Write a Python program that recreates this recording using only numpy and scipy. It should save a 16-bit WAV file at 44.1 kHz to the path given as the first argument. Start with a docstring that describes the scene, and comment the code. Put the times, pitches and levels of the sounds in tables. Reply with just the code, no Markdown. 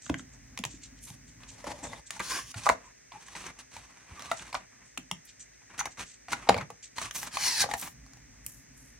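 """Close-up at a wooden desk in a small quiet room. A clip and paper tape are pressed onto a journal.
A cardboard box is dragged (1.5 s); its drawer of tape rolls slides open (2.2 s), is set down (2.7 s),
rummaged in, dropped back (6.5 s) and slid shut (7.3 s). Last, tape snaps off its roll (8.5 s).
Throughout, knocks ring the box and the desk; fingers and card rub in fine stick-slip grains."""
import sys
import numpy as np
from scipy import signal
from scipy.fft import rfft, irfft, next_fast_len
from scipy.io import wavfile
from scipy.ndimage import uniform_filter1d

SR = 44100
rng = np.random.default_rng(int(sys.argv[2]) if len(sys.argv) > 2 else 0)


def pcm_store(signal):
    """Save signal as 16-bit PCM."""
    levels = np.round(np.clip(np.atleast_2d(signal), -1, 1) * 32767)
    wavfile.write(sys.argv[1], SR, levels.astype(np.int16).T)


N = 396459
TIME = np.arange(N) / SR
TOP_HZ = 16200
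SIDES = np.array([[1], [-1]])  # left, right polarity


def undb(db):
    """Decibels to gain."""
    return 10 ** (np.asarray(db) / 20)


def unit(x):
    """Scale to rms 1."""
    return x / np.sqrt(np.mean(x ** 2) + 1e-30)


def add(track, start_s, sound):
    """Mix a sound in at start_s."""
    i = max(int(start_s * SR), 0)
    track[i:i + len(sound)] += sound[:max(N - i, 0)]


def band(x, lo_hz, hi_hz, order=3):
    """Causal band-pass."""
    hi_hz = min(max(hi_hz, lo_hz * 1.1), SR * .47)
    return signal.sosfilt(signal.butter(order, [lo_hz, hi_hz], "band", fs=SR, output="sos"), x)


def colour(x, spectrum):
    """Zero-phase EQ through (f/Hz, gain/dB) points."""
    hz, db = np.transpose(spectrum)
    size = next_fast_len(x.shape[-1])
    bins_hz = np.maximum(np.fft.rfftfreq(size, 1 / SR), 1)
    gain = undb(np.interp(np.log(bins_hz), np.log(hz), db))
    return irfft(rfft(x, size) * gain, size)[..., :x.shape[-1]]


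def ring(t, hz, t60_s):
    """One decaying mode."""
    return np.sin(2 * np.pi * hz * t) * np.exp(-np.log(1000) * t / t60_s)


def resonate(x, hz, width_hz):
    """One resonance whose centre may glide; rms 1."""
    carrier = np.exp(2j * np.pi * np.cumsum(np.broadcast_to(hz, x.shape)) / SR)
    lowpass = signal.butter(2, width_hz / 2, fs=SR, output="sos")
    return unit((carrier * signal.sosfilt(lowpass, x / carrier)).real)


def wander(rate_hz):
    """Smooth random drift; rms 1."""
    hold = max(int(SR / rate_hz), 2)
    steps = np.repeat(rng.standard_normal(N // hold + 1), hold)
    return unit(uniform_filter1d(steps, hold)[:N])


def stroke_shape(length_s, grip_s=.003, swell_share=.1, release_s=.0055):
    """Envelope: attack, hold, release."""
    t = np.arange(int((length_s + .2) * SR)) / SR
    attack = np.minimum(t / (grip_s + swell_share * length_s), 1)
    return attack * np.exp(-np.maximum(t - length_s, 0) / release_s)


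def stroke_gains(strokes):
    """Body and hiss gains of strokes, summed in power."""
    body, hiss = np.zeros((2, N))
    for start_s, length_s, level_db, hiss_db in strokes:
        power = (undb(level_db) * stroke_shape(length_s)) ** 2
        add(body, start_s, power)
        add(hiss, start_s, power * undb(hiss_db) ** 2)
    return np.sqrt([body, hiss])


def slide_gains(slide):
    """Body and hiss gains of a slide, interpolated in dB."""
    times_s, level_db, hiss_db = np.transpose(slide)
    return undb([np.interp(TIME, times_s, db, left=-120, right=-120)
                 for db in (level_db, level_db + hiss_db)])


# hiss spectra, mid and side: f/Hz, gain/dB
AIR_MID_EQ = [(200, -9.5), (400, -6), (700, -12), (1050, -12.5), (1350, -6.5), (1650, 1.5), (2000, 4),
              (2500, -3), (3200, -11.5), (4100, -12), (5100, -11), (6200, -1), (7100, -12.5), (8100, -7.5),
              (10000, -21), (13000, -26.5), (16000, -31.5)]
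AIR_SIDE_EQ = [(180, -33.5), (300, 1), (565, -2.5), (961, -6.5), (1230, -12.5), (3290, -24), (6200, -1),
               (8220, -18), (16000, -36.5)]
def air(mid_db=-62.5, side_db=-60):
    """Steady microphone hiss and room air."""
    mid = unit(colour(rng.standard_normal(N), AIR_MID_EQ))
    side = unit(band(colour(rng.standard_normal(N), AIR_SIDE_EQ), 300, TOP_HZ))
    return undb(mid_db) * mid + undb(side_db) * SIDES * side


# desk and room rumble: f/Hz, gain/dB
RUMBLE_EQ = [(25, -39.5), (38, -17), (52, 10.5), (75, -9.5), (120, 2.5), (190, -11), (260, -1),
             (340, -20.5), (480, -32), (900, -44)]
# background swells: t/s, length/s, level/dB
RUMBLE_SWELLS = [(0, .6, -54.5), (.6, 1.4, -55), (2.146, 0.37, -57.5), (7.624, .88, -56.5), (8.5, .5, -57)]
def rumble(swell_gain, floor_db=-67, swell_db=-12, hiss_db=-17, hiss_waver_db=3, low_waver_db=1):
    """Low rumble and a faint wavering midrange hiss swell and dip together."""
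    low = unit(colour(rng.standard_normal(N) + .22 * SIDES * rng.standard_normal(N), RUMBLE_EQ))
    power = undb(floor_db) ** 2 + (undb(swell_db) * swell_gain) ** 2
    for start_s, length_s, level_db in RUMBLE_SWELLS:
        add(power, start_s, (undb(level_db) * stroke_shape(length_s)) ** 2)
    hiss = unit(undb(hiss_waver_db * wander(13)) * band(rng.standard_normal(N), 450, 1600, order=2))
    return np.sqrt(power) * (undb(low_waver_db * wander(23)) * low + undb(hiss_db) * hiss)


# room decay: f/Hz, t60/s
ROOM_DECAY = [(100, 0.21), (300, 0.29), (1000, 0.15), (3000, 0.17), (8000, 0.17), (14000, 0.08)]
def room(x, wet_db=-12, delay_s=.00064):
    """Diffuse wall returns, decaying per octave, different at each microphone."""
    t = np.arange(int(SR * .5)) / SR
    hz, t60_s = np.transpose(ROOM_DECAY)
    tails = 0
    for lo_hz in 62.5 * 2 ** np.arange(8):
        octave_t60_s = np.interp(np.log(lo_hz * np.sqrt(2)), np.log(hz), t60_s)
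        octave = band(rng.standard_normal((2, len(t))), lo_hz, 2 * lo_hz)
        tails = tails + octave * np.exp(-np.log(1000) * t / octave_t60_s)
    tails *= np.clip(t / delay_s - 1, 0, 1)
    mid, side = (signal.fftconvolve(x, tail / np.linalg.norm(tail))[:N] for tail in tails)
    side = band(side, 350, TOP_HZ, order=1)  # long waves reach both capsules alike
    return undb(wet_db) * (mid + .96 * SIDES * side)


# side signal of the reflections: f/Hz, gain/dB
REFLECTION_EQ = [(60, -22), (200, -20), (600, -8), (1200, -8.5), (2400, -11), (4500, -6.5), (8000, -6),
                 (15000, -9)]
# left capsule's lift over the right: f/Hz, gain/dB
LEFT_EQ = [(2200, 0), (4200, 2), (7500, 0)]
def microphones(x, lag_samples=.79, hands_s=.0023, hands_db=-3):
    """Two close capsules, the left lagging; desk and moving hands reflect differently into each."""
    size = next_fast_len(N)
    hz = np.fft.rfftfreq(size, 1 / SR)
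    delay_s = .0003 + .003 / (1 + hz / 900)  # longer waves return from further away
    allpass = np.exp(-2j * np.pi * np.cumsum(delay_s) * hz[1])
    desk = irfft(rfft(x, size) * allpass, size)[:N]
    hands = undb(hands_db) * wander(23) * np.roll(desk, int(hands_s * SR))
    side = colour((desk + hands) / np.hypot(1, undb(hands_db)), REFLECTION_EQ)
    left = (1 - lag_samples) * x + lag_samples * np.roll(x, 1)
    return np.array([colour(left + side, LEFT_EQ), x - side])


# hand position: t/s, left minus right/dB
HAND_PAN = [(0, -1.5), (.7, -0.5), (1.2, -0.5), (1.75, 1.5), (2.3, 0.1), (2.7, -0.5), (3.8, -0.3),
            (4.3, -0.5), (4.6, -0.5), (5.1, 0.3), (5.8, 0.5), (6.45, -0.5), (7.1, -0.3), (7.6, 0.1),
            (8.5, 1)]
def pan(pair):
    """The sound leans left or right as the hands move."""
    balance_db = np.interp(TIME, *np.transpose(HAND_PAN))
    return pair * undb(SIDES * balance_db / 2)


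# brushes over paper, tape and cloth: t/s, length/s, top edge/Hz, level/dB, relative rustle/dB
BRUSHES = [(0.009, 0.13, 8200, -54, -10.5), (0.177, 0.048, 8300, -53, -12), (0.32, .06, 8300, -62, -14),
           (0.678, 0.13, 7940, -56.5, -8), (0.812, 0.084, 8000, -53, -5), (0.957, 0.056, 8200, -65.5, 1),
           (1.005, 0.18, 12100, -54.5, -11.5), (1.26, 0.11, 9000, -64.5, -4),
           (1.473, 0.097, 8500, -54.5, -5), (1.824, 0.078, 8450, -48, -19), (2.058, 0.057, 8500, -55.5, -9),
           (2.85, 0.052, 8500, -65, -12), (3.253, .06, 8400, -61, -14), (4.34, 0.14, 8560, -53.5, -7),
           (5.246, 0.039, 14900, -59.5, -18), (5.267, 0.073, 8300, -58, -1),
           (5.395, 0.054, 8400, -50.5, -14.5), (5.531, 0.033, 6960, -71, 5), (5.904, 0.045, 8350, -58, -6),
           (6.048, 0.13, 8400, -56.5, -7), (6.825, 0.065, 8200, -51.5, -7), (7.122, 0.18, 15400, -44.5, -8),
           (7.76, 0.18, 15800, -45, -10), (8.436, 0.23, 14840, -57.5, -22), (8.725, 0.34, 12700, -65, -18),
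           (4.836, 0.13, 9000, -67.5, -10)]
def brushes(swell_share=.23, fall_power=1.16, flutter_db=3.5, hiss_lo_hz=5860, rustle_lo_hz=2100):
    """Light strokes: fluttering fibre hiss over a lower rustle swells and dies away."""
    out = np.zeros(N)
    fibres = rng.standard_normal((2, N)) * undb(flutter_db * wander(200))
    for start_s, length_s, top_hz, level_db, rustle_db in BRUSHES:
        hiss, rustle = fibres[:, int(start_s * SR):int((start_s + length_s) * SR)]
        progress = np.linspace(0, 1, len(hiss))
        shape = np.minimum(progress / swell_share, 1) * (1 - progress) ** fall_power
        hiss = band(hiss, hiss_lo_hz, top_hz, order=5)
        rustle = undb(rustle_db) * band(rustle, rustle_lo_hz, top_hz, order=4)
        add(out, start_s, undb(level_db) * unit(shape * (hiss + rustle)))
    return out


def tape_snap(start_s=8.464, gain_db=-22.5, decay_s=.0021, lo_hz=7200):
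    """Glue lets go of the roll at once: a few milliseconds of high crackle."""
    out, t = np.zeros(N), np.arange(int(SR * .03)) / SR
    burst = rng.standard_normal(len(t)) * np.exp(-t / decay_s)
    add(out, start_s, undb(gain_db) * band(burst, lo_hz, TOP_HZ, order=2))
    return out


# journal and desk taking a weight: t/s, f/Hz, level/dB
DESK_THUMPS = [(0.099, 278, -19.5), (0.149, 134, -55), (0.201, 247, -40), (0.595, 229, -34.5),
               (0.654, 129, -36), (0.74, 273, -43.5), (1.104, 123, -43.5), (1.672, 279, -38),
               (1.829, 263, -42.5), (2.558, 110, -36), (2.693, 260, -34), (2.702, 62, -40),
               (3.768, 95, -50), (4.114, 70.5, -43), (4.316, 262, -43.5), (4.982, 264, -38.5),
               (5.118, 170, -38), (6.336, 266, -41), (6.4905, 255, -23.5), (6.495, 190, -27),
               (6.542, 241, -38.5), (6.561, 97, -33.5), (6.584, 189, -38.5), (6.621, 132, -35.5),
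               (6.702, 470, -43.5), (7.641, 156, -40.5)]
def desk_thumps(t60_at_200hz_s=.058, rise_s=.0035, shudder_db=-11, shudder_s=.028):
    """The padded desk top swings a few cycles and shudders on."""
    out, t = np.zeros(N), np.arange(int(SR * .3)) / SR
    for start_s, hz, level_db in DESK_THUMPS:
        swing = ring(t, hz, t60_at_200hz_s * np.sqrt(200 / hz)) * (1 - np.exp(-t / rise_s))
        shudder = unit(band(rng.standard_normal(len(t)), 75, 230, order=2)) * np.exp(-t / shudder_s)
        add(out, start_s, undb(level_db) * (swing / abs(swing).max() + undb(shudder_db) * shudder))
    return out


def grains(rate_hz, scatter_db, noise_gain):
    """Fibres catch and slip: uneven clicks over smooth noise."""
    slips = rng.random(N) < rate_hz / SR
    sizes = undb(scatter_db * np.minimum(rng.exponential(size=N), 4))
    clicks = slips * sizes * rng.choice([-1, 1], N)
    return unit(unit(clicks) + noise_gain * rng.standard_normal(N))


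def friction(gains, spectrum, rate_hz, scatter_db, noise_gain, judder_db, body_db, hiss_db, panel_db):
    """Stick-slip grains through the card's dense treble modes; the grip judders."""
    t = np.arange(1024) / SR
    card = band(rng.standard_normal(len(t)) * np.exp(-t / .004), 3500, 9000)
    card *= undb(panel_db) / np.linalg.norm(card)
    card[0] += 1  # direct path
    scrape = colour(signal.fftconvolve(grains(rate_hz, scatter_db, noise_gain), card)[:N], spectrum)
    body = signal.sosfiltfilt(signal.butter(4, 3000, fs=SR, output="sos"), scrape)
    hiss = scrape - body
    judder = undb(judder_db * (wander(60) + .24 * wander(350)))
    return judder * (gains[0] * undb(body_db) * unit(body) + gains[1] * undb(hiss_db) * unit(hiss))


# box drags: t/s, length/s, level/dB, relative hiss/dB
BOX_DRAGS = [(1.5, 0.13, -60.5, 0), (1.64, 0.085, -42, -6.5), (1.73, 0.042, -52.5, -3.5),
             (1.77, .05, -52, -5), (1.82, 0.052, -46.5, -9), (1.88, 0.12, -53, -4), (7.63, 0.053, -50, -18)]
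# box on desk: f/Hz, gain/dB
DRAG_EQ = [(130, -2), (200, -5.5), (280, 1.5), (380, -9.5), (580, 3), (720, -5), (860, 2), (1050, -2.5),
           (1500, -12), (1960, -5), (2800, -15.5), (4000, -20.5), (6500, -17.5), (10000, -23), (16000, -48)]
def box_drag():
    """The box scrapes dully over the desk."""
    return friction(stroke_gains(BOX_DRAGS), DRAG_EQ, rate_hz=930, scatter_db=-6.5, noise_gain=1.3,
                    judder_db=3, body_db=-1, hiss_db=-1.5, panel_db=-32)


# finger strokes: t/s, length/s, level/dB, relative hiss/dB
FINGER_RUBS = [(1.06, 0.094, -61.5, 4.5), (1.39, .11, -61, -6), (1.575, .06, -57, -6),
               (2.11, 0.072, -55.5, 3), (2.55, 0.18, -51.5, 3), (2.63, 0.048, -49, 7.5),
               (2.74, 0.17, -58, -13), (3.12, 0.059, -53.5, -7.5), (3.18, 0.23, -59.5, 1),
               (3.35, 0.12, -48.5, 0), (3.44, 0.068, -48.5, -8), (3.49, 0.15, -59.5, -7),
               (3.585, 0.03, -58.5, 5.5), (3.71, 0.073, -53.5, 2), (3.76, 0.1, -54.5, -0.5),
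               (3.85, 0.35, -59.5, -5), (4.1, 0.12, -53.5, -6.5), (4.19, 0.16, -52, -2),
               (4.24, .16, -51.5, -2), (4.4, 0.11, -52.5, -3.5), (4.53, 0.042, -44.5, -3.5),
               (4.58, 0.067, -54, -15), (4.7, 0.17, -66.5, -23), (5.615, 0.013, -58.5, -8),
               (5.69, 0.13, -56.5, -11), (5.775, 0.027, -48.5, 4), (5.815, 0.059, -47, -27),
               (5.97, 0.02, -49, -5), (5.988, 0.042, -45.5, -1), (6.28, 0.038, -50, -1),
               (6.316, 0.022, -41, 1.5), (6.345, 0.15, -47.5, -9.5), (6.5, 0.13, -45, -16),
               (6.955, 0.064, -50, 4), (7.005, 0.087, -45, 1.5), (7.14, 0.14, -48, 3.5),
               (7.22, 0.062, -44.5, -7), (7.335, 0.025, -45.5, -0.5), (7.69, 0.065, -46, -0.5),
               (7.77, 0.077, -54, 3.5), (7.82, 0.059, -43.5, -3), (8.05, 0.24, -83, -11)]
# fingers on card: f/Hz, gain/dB
FINGER_EQ = [(250, 2.5), (450, -4.5), (700, -1), (1050, 5), (1500, 1), (2100, 2), (2600, -1), (3100, -7.5),
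             (4500, -12), (5400, -12), (6200, -5), (7100, -15), (8000, -8), (9000, -15), (10000, -15),
             (12500, -29), (16000, -30.5)]
def finger_rubs():
    """Fingers stick and slip on card and rolls."""
    return friction(stroke_gains(FINGER_RUBS), FINGER_EQ, rate_hz=1100, scatter_db=2.8, noise_gain=1.1,
                    judder_db=3, body_db=-1.5, hiss_db=-2, panel_db=-35.5)


# card and rolls scuffing: t/s, length/s, f/Hz, level/dB
RINGING_SCUFFS = [(1.666, .06, 862, -49), (1.669, 0.075, 575, -49.5), (1.83, .14, 3580, -60.5),
                  (1.927, 0.0078, 1980, -44), (3.126, 0.057, 865, -51), (4.157, 0.15, 1140, -54.5),
                  (4.19, 0.106, 4000, -62), (4.318, 0.016, 684, -38), (5.789, 0.014, 6300, -33),
                  (5.853, 0.012, 6240, -43), (5.977, 0.037, 6300, -49.5), (6.579, 0.007, 2230, -38),
                  (6.601, 0.0068, 2490, -49), (7.029, .055, 1120, -50), (2.85, .03, 1000, -59),
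                  (7.142, .06, 5950, -48), (7.69, 0.068, 800, -44)]
def scuffs(relative_width=.079):
    """Brief rubs excite one resonance of a panel or a roll's edge."""
    out = np.zeros(N)
    for start_s, length_s, hz, level_db in RINGING_SCUFFS:
        shape = stroke_shape(length_s)
        tone = resonate(rng.standard_normal(len(shape)), hz, relative_width * hz)
        add(out, start_s, undb(level_db) * shape * tone)
    return out


def sleeve(slide, resonances, split_hz=3500):
    """Sliding card excites the sleeve's hollow; its resonances glide as the drawer moves."""
    first, last = int(slide[0][0] * SR), int(slide[-1][0] * SR)
    body, hiss = slide_gains(slide)[:, first:last]
    out = np.zeros(N)
    for start_hz, end_hz, width_hz, gain_db in resonances:
        glide_hz = np.linspace(start_hz, end_hz, last - first)
        hollow = resonate(rng.standard_normal(last - first), glide_hz, width_hz)
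        out[first:last] += undb(gain_db) * (body if start_hz < split_hz else hiss) * hollow
    return out


# outward slide: t/s, level/dB, relative hiss/dB
OPEN_SLIDE = [(2.2, -32.5, -30), (2.23, -53, 5), (2.29, -42.5, 3.5), (2.32, -34.5, 0.5), (2.38, -37, -2.5),
              (2.45, -61, 7.5), (2.52, -60, 12)]
# card on card, outward: f/Hz, gain/dB
OPEN_EQ = [(150, -15), (300, -7.5), (600, -11.5), (930, -9), (1080, 3), (1280, -9.5), (1520, 0),
           (2300, -7.5), (4000, -25), (6300, -17.5), (8000, -23.5), (10500, -23), (12500, -35),
           (16000, -32.5)]
# rising sleeve resonances: start f/Hz, end f/Hz, width/Hz, gain/dB
OPEN_RESONANCES = [(1020, 1170, 110, -7.5), (1257, 2000, 90, -11), (3700, 6400, 660, -9)]
def drawer_open():
    """The drawer scrapes out of its sleeve; the hollow rises in pitch."""
    scrape = friction(slide_gains(OPEN_SLIDE), OPEN_EQ, rate_hz=5600, scatter_db=0, noise_gain=1,
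                      judder_db=2, body_db=-1.5, hiss_db=.5, panel_db=-18)
    return scrape + sleeve(OPEN_SLIDE, OPEN_RESONANCES)


# inward slide: t/s, level/dB, relative hiss/dB
SHUT_SLIDE = [(7.31, -54, -10), (7.33, -47.5, -1), (7.37, -44, -4), (7.43, -36.5, 0.5), (7.48, -34, 2.5),
              (7.55, -40, 2), (7.62, -31.5, 3), (7.64, -35.5, -9), (7.69, -91, -20)]
# card on card, inward: f/Hz, gain/dB
SHUT_EQ = [(130, -9.5), (450, -14.5), (680, -13), (850, -3.5), (1300, -9), (1700, 0), (2300, -2.5),
           (2780, -6.5), (3300, -4.5), (3800, -6), (4200, 2), (6000, 1), (8000, -4.5), (10000, -1.5),
           (12500, -12.5), (16000, -14)]
# falling sleeve resonances: start f/Hz, end f/Hz, width/Hz, gain/dB
SHUT_RESONANCES = [(1272, 726, 62, -13), (2580, 1407, 100, -8), (3210, 2300, 110, -11.5),
                   (4590, 3720, 250, -7.5), (7040, 3900, 1200, -3)]
def drawer_shut():
    """The drawer scrapes home; the hollow falls in pitch as it fills."""
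    scrape = friction(slide_gains(SHUT_SLIDE), SHUT_EQ, rate_hz=2200, scatter_db=2.5, noise_gain=.75,
                      judder_db=2, body_db=-3, hiss_db=3, panel_db=-16)
    return scrape + sleeve(SHUT_SLIDE, SHUT_RESONANCES)


def contact_force(t, contact_ms, crush_ratio, snap_ms):
    """A brief noisy crush plus one spike; short contacts are nearly a clean snap."""
    crush_s = max(contact_ms * crush_ratio, .1) / 1000
    force = rng.standard_normal(len(t)) * np.exp(-t / crush_s) * (1 - np.exp(-3 * t / crush_s))
    force /= np.linalg.norm(force)
    force[int(crush_s * SR / 3)] += snap_ms / contact_ms
    return force


def struck(force, response):
    """An impulse response driven by a force; rms 1."""
    return unit(signal.fftconvolve(force, response)[:len(force)])


# cardboard box modes: f/Hz, gain/dB, t60/s
BOX_MODES = [(521.6, -8, 0.03), (670, -7, 0.11), (795, -4, 0.053), (817, -2, .06), (1023, -1.5, 0.027),
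             (1130, 5.5, 0.023), (1436, 2.5, 0.026), (1970, -22, 0.027), (1985, 2, 0.03)]
def box_response(t):
    """The box's modes ring together, each with random polarity."""
    return sum(undb(db) * rng.choice([-1, 1]) * ring(t, hz, t60_s) for hz, db, t60_s in BOX_MODES)


def blows(table, low_cut_ratio, soft_contact_ms, clack_hz, box_db, crush_ratio, snap_ms, top_db,
          hard_above_db=-39, halving_db=16, free_cycles=14, flex_s=.001):
    """The struck part flexes and rings, the box shakes, then stiff edges clack and crack."""
    out, t = np.zeros(N), np.arange(int(SR * .1)) / SR
    level_scale = np.sqrt(.01 * SR / len(t))  # levels are energy spread over 10 ms
    for start_s, hz, body_db, clack_db, crack_db, cycles in table:
        # harder blows make shorter contact
        contact_ms = soft_contact_ms * .5 ** (max(body_db - hard_above_db, 0) / halving_db)
        force = contact_force(t, contact_ms, crush_ratio, snap_ms)
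        # a hand on the card damps ring and box alike
        box = undb(box_db) * cycles / free_cycles * struck(force, box_response(t))
        body = struck(force, ring(t, hz, cycles / hz)) + box + undb(-12) * unit(force)
        body = band(body, np.clip(low_cut_ratio * hz, 470, 720), 1900)
        edge_ring = struck(force, ring(t, clack_hz, t60_s=.002))
        clack = band(unit(force) + .34 * edge_ring + .46 * box, 1796, 5320)
        crack = band(force, 4900, 7400, order=2) + .5 * band(force, 8000, 11000, order=2)
        crack += undb(top_db) * band(force, 11500, 16000, order=2)
        edges = undb(clack_db) * unit(clack) + undb(crack_db) * unit(crack)
        blow = undb(body_db) * unit(body) + np.roll(edges, int(flex_s * SR))
        add(out, start_s - flex_s, level_scale * blow)
    return out


# clip, nails, a roll put down: t/s, f/Hz, body/dB, clack/dB, crack/dB, t60/cycles
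HARD_TICKS = [(0.064, 1550, -48.5, -52, -64, 8), (0.095, 1790, -42.5, -47, -49, 6.9),
              (0.098, 695, -35, -41, -44, 6.1), (0.142, 1480, -36.5, -39.5, -46, 10),
              (0.195, 1380, -48, -51.5, -58, 10), (0.575, 1110, -45, -39.5, -40.5, 10),
              (0.589, 1120, -49, -44.5, -40.5, 6.7), (0.638, 1080, -40, -33.5, -40, 7.9),
              (0.651, 880, -41.5, -39.5, -35, 9), (1.102, 1070, -56, -54, -52, 13),
              (1.434, 1180, -58, -51.5, -61.5, 11), (2.106, 1720, -43.5, -41, -37.5, 10),
              (2.691, 2140, -22.5, -42, -49.5, 12), (3.284, 1800, -51, -57, -59, 11),
              (3.382, 1170, -56, -57, -57, 10), (3.412, 1340, -54, -53, -65, 9.8),
              (3.441, 880, -49.5, -52, -66, 9.5), (3.597, 1770, -62, -57, -57, 11),
              (4.194, 1220, -52, -51, -50, 11), (4.222, 1190, -49, -51, -46, 11),
              (4.395, 1570, -52, -49, -62, 11.4), (4.975, 1110, -44, -38, -40.5, 6),
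              (5.113, 1060, -38, -33.5, -34.5, 6.2), (7.11, 1580, -45, -42.5, -40.5, 9),
              (8.063, 1121, -62, -77, -61.5, 11), (8.134, 1500, -61, -66, -55, 13),
              (8.171, 786, -64, -65, -60.5, 10.7), (8.464, 1270, -61, -51.5, -54, 7)]
def ticks():
    """Small hard things click: short contact, bright edge."""
    return blows(HARD_TICKS, low_cut_ratio=.38, soft_contact_ms=1.7, clack_hz=3350, box_db=-3.5,
                 crush_ratio=.9, snap_ms=.9, top_db=-15.5)


# box and tape rolls: t/s, f/Hz, body/dB, clack/dB, crack/dB, t60/cycles
BOX_KNOCKS = [(1.641, 580, -40.5, -54, -50, 15), (1.667, 860, -40.5, -58, -57, 22),
              (1.715, 800, -55, -46, -53, 12), (1.931, 894, -40.5, -51, -57, 25),
              (2.164, 881, -47, -56, -50.5, 19), (2.194, 1240, -52, -39.5, -41.5, 12),
              (2.202, 1110, -38.5, -37.5, -41.5, 15), (2.542, 1406, -42.5, -44, -50, 22),
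              (2.658, 1130, -32.5, -40, -40.5, 12), (2.6655, 1130, -22, -37, -40.5, 7.1),
              (2.6705, 990, -24, -45, -46.5, 5.7), (2.686, 640, -31, -45, -53, 6),
              (2.69, 1106, -25.5, -27.5, -28.5, 9.9), (2.698, 1025, -17.5, -30.5, -38.5, 7.1),
              (2.722, 720, -36, -59, -57, 14), (3.119, 1040, -47.5, -50.5, -62, 11),
              (3.351, 886, -45, -43.5, -57, 13), (3.765, 920, -44.5, -47, -48, 12),
              (4.314, 684, -28.5, -33.5, -39, 20), (4.316, 1360, -28, -38, -43, 19),
              (4.527, 1050, -44, -41, -49, 8.4), (4.544, 1010, -32, -58, -41.5, 15),
              (4.55, 1110, -30.5, -35.5, -62, 19), (5.791, 1430, -36.5, -39.5, -38.5, 18),
              (5.801, 1540, -40, -35, -38, 25), (5.809, 1440, -31.5, -44, -49, 19),
              (5.855, 826, -37.5, -37, -38, 11), (6.283, 1060, -43.5, -47.5, -58, 16),
              (6.323, 1010, -37, -40.5, -38.5, 8.6), (6.331, 1410, -27, -32, -42, 28),
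              (6.472, 895, -39.5, -52, -62.5, 8), (6.4895, 790, -20.5, -22.5, -37, 8),
              (6.4935, 686, -15.5, -29.5, -30, 4.7), (6.4945, 880, -15.5, -26.5, -41.5, 6),
              (6.504, 760, -29, -45.5, -52, 11), (6.543, 526, -30, -33.5, -44, 6),
              (6.565, 794, -34, -42, -52, 10), (6.576, 900, -38.5, -46.5, -45, 8.5),
              (6.583, 800, -38, -41, -49, 13), (6.611, 1276, -41.5, -44.5, -50, 17),
              (6.702, 1210, -43, -51.5, -50.5, 15), (6.982, 960, -35.5, -34.5, -39, 12),
              (7.015, 1120, -37.5, -43, -40.5, 12), (7.229, 855, -43.5, -40, -39, 12),
              (7.37, 1130, -29.5, -33.5, -38, 11), (7.64, 750, -29, -49, -47, 9.4),
              (7.659, 550, -40.5, -57, -57, 13), (7.689, 820, -36.5, -55, -52, 17),
              (7.712, 826, -37.5, -35, -40, 12), (7.737, 824, -30.5, -32.5, -34, 21)]
def knocks():
    """Cardboard and tape rolls knock: longer contact, lower clack."""
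    return blows(BOX_KNOCKS, low_cut_ratio=.52, soft_contact_ms=3.8, clack_hz=2120, box_db=-7,
                 crush_ratio=.85, snap_ms=.7, top_db=-14.5)


def scene():
    """Close stereo handling with a little room, over hiss and rumble."""
    impacts = knocks() + ticks() + desk_thumps()
    rubbing = finger_rubs() + scuffs() + box_drag() + brushes()
    handling = impacts + rubbing + drawer_open() + drawer_shut() + tape_snap()
    swell_gain = stroke_gains(FINGER_RUBS)[0]
    return pan(microphones(handling)) + room(handling) + air() + rumble(swell_gain)


def record(dry):
    """Microphone chain: 40 Hz high-pass, clipping at full scale, steep low-pass."""
    highpass = signal.butter(5, 40, "high", fs=SR, output="sos")
    lowpass = signal.ellip(8, .2, 70, TOP_HZ, fs=SR, output="sos")
    clipped = np.clip(signal.sosfilt(highpass, dry), -1, 1)
    return signal.sosfilt(lowpass, clipped)


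dry = scene()
out = record(dry)
pcm_store(out)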